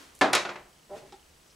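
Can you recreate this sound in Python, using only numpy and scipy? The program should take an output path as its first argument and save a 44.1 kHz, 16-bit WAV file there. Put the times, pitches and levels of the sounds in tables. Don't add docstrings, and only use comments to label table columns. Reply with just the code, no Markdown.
import sys
import numpy as np
from scipy import signal
from scipy.fft import rfft, irfft
from scipy.io import wavfile

SR = 44100
rng = np.random.default_rng(int(sys.argv[2]) if len(sys.argv) > 2 else 0)


def master_out(mix):
    frames = np.transpose(np.atleast_2d(mix))
    ceiling = np.clip(frames, -1, 1)
    pcm = np.round(ceiling * 32767).astype(np.int16)
    wavfile.write(sys.argv[1], SR, pcm)


N = 68355
BLOW_SAMPLES = round(.8 * SR)


def amp(db):
    return 10 ** (np.asarray(db) / 20)


def unit(x):
    return x / np.sqrt(np.mean(x ** 2) + 1e-20)


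def read(points, hz):
    pitches, values = np.transpose(points)
    return np.interp(np.log(hz + 1), np.log(pitches + 1), values)


def level(points):
    return amp(np.interp(np.arange(N) / SR, *np.transpose(points), left=-np.inf, right=-np.inf))


def add(mix, start_s, sound):
    part = mix[:, round(start_s * SR):][:, :sound.shape[-1]]
    part += sound[..., :part.shape[1]]


def noise(colour, width, size, corner_hz=np.inf):
    hz = np.fft.rfftfreq(size, 1 / SR)
    tone = amp(read(colour, hz)) / np.sqrt(1 + (hz / corner_hz) ** 3)
    middle, side = rfft(rng.standard_normal((2, size))) * tone
    side *= amp(read(width, hz))
    return unit(irfft(np.array([middle + side, middle - side]), size))


def narrow(centre_hz, width_hz):
    hz = np.fft.rfftfreq(N, 1 / SR)
    return unit(irfft(rfft(rng.standard_normal(N)) / (1 + ((hz - centre_hz) / width_hz) ** 2), N))


def low_cut(x, hz=112):
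    return signal.sosfilt(signal.butter(2, hz, "highpass", fs=SR, output="sos"), x)


# pitch_hz, level_db
HISS_COLOUR = [(20, 8), (45, 11), (70, 18.5), (102, 2.5), (135, 11.5), (240, 6), (400, 6.5), (750, 2.5),
               (2200, -1.5), (4000, -2), (6000, -1.5), (8200, -5.5), (9200, -3.5), (11000, -8.5),
               (13500, -12), (16000, -11.5)]
RUSTLE_COLOUR = [(60, -28), (250, 4.5), (700, -3), (1600, -2), (4000, -5), (8000, -10), (15000, -22)]
# pitch_hz, side_db
AIR_WIDTH = [(40, -29), (130, -15), (350, -6), (900, -1), (1900, -2), (3000, -5.5), (6000, -8),
             (9500, -12.5), (12500, -46)]

def background():
    t = np.arange(N) / SR
    hiss = amp(-59.5) * noise(HISS_COLOUR, AIR_WIDTH, N)
    whine = amp(-76.5) * narrow(centre_hz=7880, width_hz=64)
    rustle = amp(-50 - 60 * t / .75) * noise(RUSTLE_COLOUR, AIR_WIDTH, N)
    return hiss + whine + rustle


def electrical_ticking(ticks_per_s=30, first_s=.0305, half_length_s=.0038):
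    t = np.arange(N) / SR
    from_tick_s = (((t - first_s) * ticks_per_s + .5) % 1 - .5) / ticks_per_s
    pulses = np.exp(-(from_tick_s / half_length_s) ** 2)
    return amp(-65) * narrow(centre_hz=2960, width_hz=330) * pulses


# pitch_hz, fade_s (time to drop by 60 dB)
ROOM_FADE = [(100, 0.26), (300, 0.41), (800, 0.38), (2000, 0.34), (5000, 0.26), (9000, 0.27), (15000, .22)]

def room_decay(x, build_cycles=5.5):
    hz, t, bands = signal.stft(x, SR, nperseg=256, noverlap=192)
    build = 1 - np.exp(-np.outer(hz + hz[1], t) / build_cycles)
    fade = amp(-60 * t / read(ROOM_FADE, hz)[:, None])
    return signal.istft(bands * build * fade, SR, nperseg=256, noverlap=192)[1][:, :x.shape[1]]


# pitch_hz, side_db
NEAR_WIDTH = [(60, -26), (350, -15), (900, -16), (2000, -17), (5000, -14), (9000, -16), (15000, -9)]
ROOM_WIDTH = [(60, -27), (350, -10.5), (900, -8.5), (2000, -8), (5000, -8.5), (9000, -11), (15000, -39)]

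def blow(colour, corner_hz, rise_s, fade_s, room_db, build_s):
    t = np.arange(BLOW_SAMPLES) / SR
    shape = (1 - np.exp(-t / rise_s)) * amp(-60 * t / fade_s)
    crack = noise(colour, NEAR_WIDTH, BLOW_SAMPLES, corner_hz) * shape
    echo = room_decay(noise(colour, ROOM_WIDTH, BLOW_SAMPLES, corner_hz))
    return crack + amp(room_db) * echo * (1 - np.exp(-t / build_s))


# start_s, level_db
TICKS = [(.151, -44), (.154, -52), (.1615, -51), (.1905, -45)]
# pitch_hz, level_db
TICK_COLOUR = [(100, -12.5), (3000, -17), (6500, 1), (10500, 0), (16000, -15)]

def meat_ticks():
    out = np.zeros((2, N))
    for start_s, level_db in TICKS:
        tick = blow(TICK_COLOUR, np.inf, rise_s=.00005, fade_s=.012, room_db=-16, build_s=.003)
        add(out, start_s, amp(level_db) * tick)
    return low_cut(out)


# start_s, level_db, corner_hz (higher is brighter)
THUDS = [(.2112, -16.5, 6840), (.2152, -16, 5040), (0.227, -18.5, 1120), (0.2322, -25.5, 910),
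         (0.2433, -21, 1100), (.2575, -21.5, 870)]
# pitch_hz, level_db
THUD_COLOUR = [(40, -22), (100, -18), (170, -14.5), (290, 0.5), (450, -5.5), (750, -2), (1800, -3),
               (2900, -9.5), (4000, -11), (8000, -20), (12000, -31.5), (16000, -42)]

def roast_landing():
    out = np.zeros((2, N))
    for start_s, level_db, corner_hz in THUDS:
        thud = blow(THUD_COLOUR, corner_hz, rise_s=.00028, fade_s=.068, room_db=-8, build_s=.0097)
        add(out, start_s, amp(level_db) * thud)
    ring = tray_ring(np.inf, damping=1.1, rise_s=.0081, by_rim=False)
    add(out, start_s=.2125, sound=amp(-21) * ring)
    return low_cut(out)


# pitch_hz, fade_s, roast_db (hit by the meat), rim_db (hit on its rim)
TRAY_NOTES = [(134, 1, -24, -16.5), (201.7, 0.54, -16.5, -13.5), (280.7, 0.39, -6.5, -18.5),
              (353.4, 0.33, -14.5, -2.5), (386.4, 0.11, -13, -3.5), (525, 0.23, -1.5, -6),
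              (590, 0.27, -2.5, -0.5), (641.8, 0.25, -1, -9), (752, 0.25, 4, -26), (964, 0.2, -18, -30),
              (1027.5, 0.18, 0.5, -2.5), (1276, 0.09, -35, 8), (1450, 0.073, -19, 13),
              (1738, 0.067, 12, -17), (2650, 0.19, -37, -1.5), (3840, .24, -15, -3), (4440, .28, -26, -15),
              (5254, 0.24, -24, -22), (6880, 0.1, -25, -2)]

def tray_ring(corner_hz, damping, rise_s, by_rim):
    t = np.arange(BLOW_SAMPLES) / SR
    ring = np.zeros(len(t))
    for k, (pitch_hz, fade_s, roast_db, rim_db) in enumerate(TRAY_NOTES):
        fade = amp((rim_db if by_rim else roast_db) - 60 * damping * t / fade_s)
        dulling = np.sqrt(1 + (pitch_hz / corner_hz) ** 3)
        ring += (-1) ** k * fade / dulling * np.sin(2 * np.pi * pitch_hz * t)
    return ring * (1 - np.exp(-t / rise_s))


# start_s, level_db, corner_hz, ring_db, room_db (both added to level_db)
CLACKS = [(.329, -28.5, 3000, -13, -28), (0.3323, -16, 6800, -14.5, -10.5), (0.3506, -18, 9300, -13, -7),
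          (0.3584, -23.5, 5600, -12.5, -4.5), (.451, -28.5, 1950, -11, -7), (0.491, -31.5, 2330, -14, -6.5),
          (0.5567, -36, 1483, -14.5, -7)]
# start_s, level_db
SNAPS = [(0.3316, -20.5), (0.3508, -19), (0.352, -30.5)]
# pitch_hz, level_db
CLACK_COLOUR = [(40, -26), (110, -10.5), (230, -20.5), (340, -5.5), (480, -7), (650, -1.5), (1400, -5),
                (2400, -3.5), (3100, -8), (4000, -6), (7000, -10.5), (10500, -28.5), (13000, -32),
                (16000, -46)]
SNAP_COLOUR = [(200, -34), (2000, -21), (4000, -5.5), (9000, -0.5), (11500, -6), (13000, -20), (16000, -25)]

def tray_rocking():
    out = np.zeros((2, N))
    for start_s, level_db, corner_hz, ring_db, room_db in CLACKS:
        clack = blow(CLACK_COLOUR, corner_hz, rise_s=.0005, fade_s=.067, room_db=room_db, build_s=.0022)
        ring = tray_ring(corner_hz, damping=1, rise_s=.0051, by_rim=True)
        add(out, start_s, amp(level_db) * (clack + amp(ring_db) * ring))
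    for start_s, level_db in SNAPS:
        snap = blow(SNAP_COLOUR, np.inf, rise_s=.0002, fade_s=.02, room_db=-21, build_s=.0021)
        add(out, start_s, amp(level_db) * snap)
    return low_cut(out)


# pitch_hz, width_hz (wider dies sooner), slide_db, tap_db
KNIFE_NOTES = [(374.2, 24, -5, -3.5), (447.5, 9.6, -14.5, -41), (604, 41, 1.5, -26), (745, 26, -16, -33),
               (789, 24.6, -8, -1), (838, 10, -19, -6.5), (900, 12, -21, -11), (1026, 66, -12.5, -27),
               (1350, 120, -12, -5), (1860, 23, -25.5, -24), (3550, 40, -43, -16)]

def knife_ring(force, tapped):
    t = np.arange(SR // 3) / SR
    ring = np.zeros(len(t))
    for k, (pitch_hz, width_hz, slide_db, tap_db) in enumerate(KNIFE_NOTES):
        fade = amp(tap_db if tapped else slide_db) * np.exp(-np.pi * width_hz * t)
        ring += (-1) ** k * fade * np.sin(2 * np.pi * pitch_hz * t)
    return signal.fftconvolve(force, ring * (1 - np.exp(-t / .00067)))[:N]


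# time_s, level_db
PUSH = [(.885, -58), (.905, -40), (.94, -39), (.968, -44), (1.0, -58), (1.03, -48), (1.07, -58),
        (1.12, -74)]
SCRAPE = [(.89, -69), (.95, -54.5), (.98, -47), (1.02, -59.5), (1.1, -59), (1.16, -75)]
# pitch_hz, level_db
SCRAPE_COLOUR = [(50, 0), (140, 11.5), (300, 9.5), (1000, -2), (1800, -1), (3000, -5.5), (8000, -10.5),
                 (15000, -30)]

def knife_slide(slips_per_s=202, unevenness=.1):
    gap_wobble, size_db = rng.standard_normal((400, 2)).T
    slip_s = PUSH[0][0] + np.cumsum(np.exp(unevenness * gap_wobble)) / slips_per_s
    at = np.round(slip_s * SR).astype(int)
    slips = np.zeros(N)
    slips[at[at < N]] = amp(np.clip(size_db[at < N], -2, 2))
    judder = amp(-1) * knife_ring(slips * level(PUSH), tapped=False)
    return judder + level(SCRAPE) * noise(SCRAPE_COLOUR, ROOM_WIDTH, N)


# start_s, strength_db
TAPS = [(1.123, -36.5), (1.139, -36)]
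# pitch_hz, level_db
TAP_COLOUR = [(100, -10), (800, -5), (2600, -1), (4000, 1.5), (8000, -9), (15000, -42)]

def knife_drop():
    out = np.zeros((2, N))
    ring = amp(-6.5) * knife_ring(signal.unit_impulse(N), tapped=True)
    for start_s, strength_db in TAPS:
        add(out, start_s, amp(strength_db) * ring)
    click = blow(TAP_COLOUR, np.inf, rise_s=.00015, fade_s=.045, room_db=-10, build_s=.005)
    add(out, TAPS[0][0], amp(-48) * click)
    return out


def with_room(sound):
    echo = room_decay(rng.standard_normal((2, SR // 2)))
    echo /= np.linalg.norm(echo[0])
    return sound + amp(-14.5) * signal.fftconvolve(sound, echo, axes=1)[:, :N]


# time_s, level_db
BRUSH = [(1.33, -79.5), (1.45, -79.5), (1.51, -64.5), (1.56, -81)]

def sleeve():
    return level(BRUSH) * narrow(centre_hz=5600, width_hz=900)


def scene():
    roast_and_tray = meat_ticks() + roast_landing() + tray_rocking()
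    knife = with_room(knife_slide() + knife_drop())
    return background() + electrical_ticking() + roast_and_tray + knife + sleeve()


def record(dry):
    low_pass = signal.firwin(511, 15800, window=("kaiser", 9), fs=SR)
    return signal.oaconvolve(dry, low_pass[None], "same")


dry = scene()
out = record(dry)
master_out(out)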